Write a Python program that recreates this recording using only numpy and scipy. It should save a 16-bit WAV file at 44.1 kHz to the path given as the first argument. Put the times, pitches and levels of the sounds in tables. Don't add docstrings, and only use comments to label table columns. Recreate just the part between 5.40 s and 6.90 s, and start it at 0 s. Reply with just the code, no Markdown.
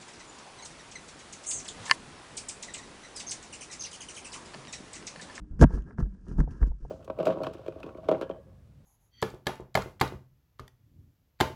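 import sys
import numpy as np
from scipy import signal
from scipy.fft import rfft, irfft, next_fast_len
from scipy.io import wavfile
from scipy.ndimage import map_coordinates

SR = 44100
rng = np.random.default_rng(int(sys.argv[2]) if len(sys.argv) > 2 else 0)


def voltage_ratio(level):
    return 10 ** (np.asarray(level, float) / 20)


def log_audio(samples):
    frames = np.atleast_2d(samples).T
    limited = np.clip(frames, -1, 1)
    pcm = np.round(limited * 32767).astype(np.int16)
    wavfile.write(sys.argv[1], SR, pcm)


N = 66150

# centre in Hz, width in Hz, level in dB.
FRAME = [(23.4, 28, -13), (147.9, 35.5, -6.5), (73.2, 41, -13.5), (185, 21.6, -9), (233.6, 91, -11.5),
         (318, 45, -18.5), (408.4, 59, -20.5), (570, 86, -15)]


def unit(x):
    return x / np.sqrt(np.mean(x ** 2) + 1e-20)


def along(points, hz):
    f, level_db = np.transpose(points)
    return np.interp(np.log(hz + 1), np.log(f + 1), level_db, left=-120, right=-120)


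def wobble(rate):
    knots = rng.standard_normal(int(N * rate / SR) + 4)
    return map_coordinates(knots, [np.arange(N) * rate / SR])


def filtered(x, response):
    size = next_fast_len(N + SR // 2)
    spectrum = rfft(x, size) * response(np.fft.rfftfreq(size, 1 / SR))
    return irfft(spectrum, size)[..., :N]


def body(x, peaks):
    def response(f):
        return sum(voltage_ratio(db) * 1j * f * width / (centre * centre - f * f + 1j * f * width)
                   for centre, width, db in peaks)
    return filtered(x, response)


def dull(x, edge_hz):
    return signal.sosfilt(signal.butter(4, edge_hz, fs=SR, output="sos"), x)


def air():
    # time in s, blade pitch in Hz, blade level in dB, air level in dB.
    flow = [(0, 301, -63.5, -42.5), (0.08, 303, -51, -48.5), (0.161, 326.8, -90, -38.5),
            (0.299, 262.9, -58.5, -42), (0.498, 213, -54.5, -45), (0.699, 196.7, -53, -48),
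            (0.822, 185, -58.5, -51.5), (1.001, 172.6, -50.5, -33.5), (1.101, 135.7, -44.5, -39),
            (1.3, 141, -74.5, -44), (1.5, 129.8, -47, -56)]
    # frequency in Hz, density in dB per Hz.
    rumble_curve = [(15, -5.5), (32, 11), (60, 6.5), (100, -3.5), (190, -5), (330, -16.5), (480, -29),
                    (1700, -42.5)]
    # frequency in Hz, density in dB per Hz.
    hiss_curve = [(880, -37), (1500, -25), (1640, -7.5), (2860, -14), (3970, -17.5), (6360, -18.5),
                  (8920, -17.5), (11800, -42.5), (15000, -30.5)]
    gust_db, hiss_db = 3.5, -87.5
    times, *columns = np.transpose(flow)
    hz, blade_db, air_db = [np.interp(np.arange(N) / SR, times, column) for column in columns]
    phase = 2 * np.pi * np.cumsum(hz * (1 + 0.05 * wobble(42))) / SR
    hum = voltage_ratio(blade_db + 5.5 * wobble(32.35)) * np.sqrt(2) * np.sin(phase)
    rumble = unit(filtered(rng.standard_normal(N), lambda f: voltage_ratio(along(rumble_curve, f))))
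    hiss = unit(filtered(rng.standard_normal(N), lambda f: voltage_ratio(along(hiss_curve, f))))
    gusts = voltage_ratio(air_db + gust_db * wobble(42.09))
    return hum + gusts * rumble + voltage_ratio(hiss_db + 1.1 * wobble(18)) * hiss


def grains():
    grains_per_s, spread_db, clump_db = 4000, 2.5, 2
    hit = rng.random(N) < grains_per_s / SR
    size_db = spread_db * np.minimum(rng.exponential(size=N), 3) + clump_db * wobble(130)
    return hit * (2 * rng.random(N) - 1) * voltage_ratio(size_db)


def litter():
    # start in s, length in s, level in dB, dry rustle in dB, frame shake in dB
    slides = [(-0.02, 0.32, -80.5, -10, 18.5), (0.187, 0.04, -56.5, 1.5, 24.5),
              (0.643, 0.19, -78, -9.5, 17), (1.31, 0.12, -84.5, -5, 4), (0.209, 0.025, -30.5, -10.5, 18.5),
              (0.22, .055, -60, -21, -11), (0.273, 0.11, -59, -13.5, 15.5), (0.319, 0.038, -59, -11, 15),
              (0.37, 0.11, -76, -16, 14.5), (0.447, 0.08, -65, -21, 15.5), (0.572, 0.042, -53, -15, 14.5),
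              (0.611, 0.049, -78.5, -16, 15.5), (0.857, 0.073, -64.5, -12.5, 19.5),
              (0.979, 0.0353, -54.5, -15.5, 24.5), (1.019, 0.029, -74, -7, 1),
              (1.058, 0.11, -65.5, -16.5, 13.5), (1.102, 0.036, -71.5, -5.5, 13.5),
              (1.2, 0.039, -62.5, -11, 25.5), (1.252, 0.03, -72, -5, 24.5), (1.379, 0.11, -76.5, -7, 20),
              (0.798, 0.21, -78, -4, 6), (0.97, 0.032, -64.5, -5.5, 13), (1.14, .12, -70.5, -10, 8.5),
              (0.626, 0.041, -73.5, -15, 21.5)]
    # centre in Hz, width in Hz, level in dB.
    casing = [(1000, 130, -2), (1620, 140, 0), (1320, 160, -7), (2400, 700, -22)]
    # centre in Hz, width in Hz, level in dB.
    wall_band = [(1350, 1100, 0)]
    # centre in Hz, width in Hz, level in dB.
    rustle = [(5395, 2900, 0), (8570, 1300, -15.5), (2850, 1300, -3.5)]
    rise_share, fall_share = 0.3, 0.18
    wall_hz, shake_hz = 1630, 437.5
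    t = np.arange(N) / SR
    shapes = []
    for start, length, db, _, _ in slides:
        rise = np.clip((t - start) / (rise_share * length), 0, 1) ** 2
        fall = np.exp(-np.maximum(t - start - length, 0) / (fall_share * length))
        shapes.append(voltage_ratio(db) * rise * fall)
    shapes = np.array(shapes)
    dry_db, shake_db = np.transpose(slides)[3:]
    through_wall = body(body(body(grains(), casing), wall_band), wall_band)
    scrape = unit(dull(through_wall, wall_hz))
    crackle = unit(body(body(grains(), rustle), rustle))
    shake = unit(dull(body(rng.standard_normal(N), FRAME[1:-1]), shake_hz))
    return shapes.sum(0) * scrape + voltage_ratio(dry_db) @ shapes * crackle + voltage_ratio(shake_db) @ shapes * shake


def ticks():
    # time in s, level in dB, pitch in Hz, crack in dB relative to the level.
    contacts = [(.194, -41, 1580, -22), (0.198, -52, 1480, 1), (.213, -27, 1380, 3),
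                (0.222, -18.5, 1080, -30), (.225, -7.5, 700, -12), (.229, -12, 1280, -9),
                (0.239, -11.5, 1514, -9.5), (.2415, -15.5, 900, -37.5), (.306, -37, 875, -26.5),
                (.311, -45, 1550, -38), (0.338, -44.5, 1100, -10), (0.376, -40.5, 1205, -15),
                (.422, -63, 1800, 9), (0.474, -50, 1304, -24), (0.508, -43, 1560, -29),
                (.584, -31.5, 1460, -37), (.6036, -34, 1050, -11.5), (0.614, -57, 1560, -22),
                (0.8838, -55, 1580, 5), (.893, -66, 1500, 7), (1.136, -59, 1400, 0), (1.233, -46, 994, -9),
                (0.355, -56, 933, -12), (.914, -45.5, 1310, -13), (0.985, -33.5, 830, -24),
                (.9995, -52, 1560, 7), (1.004, -28, 1574, -11), (1.076, -36.5, 774, -32),
                (1.229, -30.5, 1667, -27.5), (1.316, -45, 820, -43.5), (1.450, -38.5, 783, -32.5),
                (0.598, -43, 1500, -17), (0.867, -50.5, 1220, -20), (0.33, -48, 900, -2),
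                (.389, -48, 1620, -35), (.441, -63, 1100, 0.5), (.456, -67, 1400, -30),
                (0.511, -47.5, 1650, -24), (.576, -62, 1500, -2), (0.628, -41.5, 1270, -19),
                (.660, -53, 650, -23.5), (0.674, -60, 750, -31), (.748, -58.5, 1500, -8.5),
                (.979, -53, 1100, -4), (.990, -39.5, 1260, -11.5), (1.030, -46, 900, -33),
                (1.047, -60.5, 1600, -27), (1.109, -56, 1400, 3), (1.2157, -41, 1290, -15),
                (1.270, -52.5, 950, 0.5), (1.3175, -57.5, 900, -42)]
    # centre in Hz, width in Hz, level in dB.
    snap = [(5900, 1800, 0.5), (3000, 1700, 1.5), (9000, 670, -14.5)]
    cycles, crack_s = 2.6, 0.0008
    chatter_s, chatter_db, chatter_hz = 0.004, -5, 1300
    knocks, cracks = np.zeros(N + SR), np.zeros(N + SR)
    t = np.arange(SR // 20) / SR
    noises = rng.standard_normal((len(contacts), len(t)))
    for (start, db, hz, crack_db), noise in zip(contacts, noises):
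        at = slice(round(start * SR), round(start * SR) + len(t))
        fade = voltage_ratio(db - 20 * t * hz / cycles) * (1 - np.exp(-t * hz * 3))
        ring = np.sin(2 * np.pi * hz * t) + 0.79 * np.sin(2 * np.pi * hz * 0.65 * t)
        knocks[at] += dull(2 * fade * ring, 1.178 * hz)
        cracks[at] += voltage_ratio(db + crack_db - 1.5) * np.exp(-t / crack_s) * noise
    knocks += voltage_ratio(chatter_db) * dull(np.roll(knocks, round(chatter_s * SR)), chatter_hz)
    return knocks[:N] + body(body(cracks[:N], snap), snap)


def blows():
    # time in s, force in dB, contact in s, direction as a sign.
    impacts = [(0.109, -27.5, 0.0094, -1), (0.199, -20, 0.0069, 1), (.206, -15, 0.0041, -1),
               (0.211, -9.5, 0.0042, -1), (0.218, -2, 0.0025, 1), (0.2217, -1, 0.0034, 1),
               (0.2234, -3.5, 0.0019, -1), (0.227, 2, 0.0042, -1), (0.2331, 0.5, 0.0023, 1),
               (.236, -4.5, 0.0042, 1), (0.2398, -1.5, 0.0022, -1), (0.243, 0, 0.0025, -1),
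               (0.245, -1.5, 0.0039, 1), (0.2497, -12, 0.0042, -1), (0.131, -30, 0.014, 1),
               (0.151, -31, .012, -1), (0.982, -23.5, 0.0045, -1), (1.0088, -11.5, 0.0038, -1),
               (1.0138, -14, 0.0047, -1), (1.04, -23.5, 0.0032, 1), (0.333, -16, 0.012, 1),
               (0.349, -47, 0.002, -1), (0.383, -27.5, 0.015, -1), (0.5861, -22, 0.005, 1),
               (0.5907, -16.5, 0.0032, -1), (0.5943, -24, 0.0034, 1), (0.6, -22, 0.0027, 1),
               (0.61, -19.5, 0.0044, 1), (.624, -12.5, 0.0089, -1), (0.887, -31, 0.011, 1),
               (0.914, -25.5, 0.0039, 1), (0.937, -27, 0.0053, 1), (0.989, -12.5, 0.016, 1),
               (1.001, -11.5, 0.0052, -1), (1.037, -38, 0.002, 1), (1.119, -29, 0.01, -1),
               (1.216, -15, 0.008, 1), (1.222, -10, 0.014, -1), (1.273, -23, 0.0036, 1),
               (1.295, -18, 0.017, -1), (1.42, -28, 0.024, -1)]
    # centre in Hz, width in Hz, level in dB.
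    sway = (48, 11, 0)
    t = np.arange(N) / SR
    force = np.zeros(N)
    for start, db, contact, way in impacts:
        pulse = np.sin(np.pi * np.clip((t - start) / contact, 0, 1)) ** 2
        force += np.sign(way) * voltage_ratio(db) * pulse
    return 2 * body(force, FRAME + [sway])


def scene():
    return (air() + litter() + ticks() + blows())[None]


def roll_off(x):
    return signal.sosfilt(signal.butter(12, 15570, fs=SR, output="sos"), x)


def record(dry):
    top, knee, port_hz = 0.645, 5, 11000
    bent = dry / (1 + np.abs(dry / top) ** knee) ** (1 / knee)
    return roll_off(dull(bent, port_hz))


dry = scene()
out = record(dry)
log_audio(out)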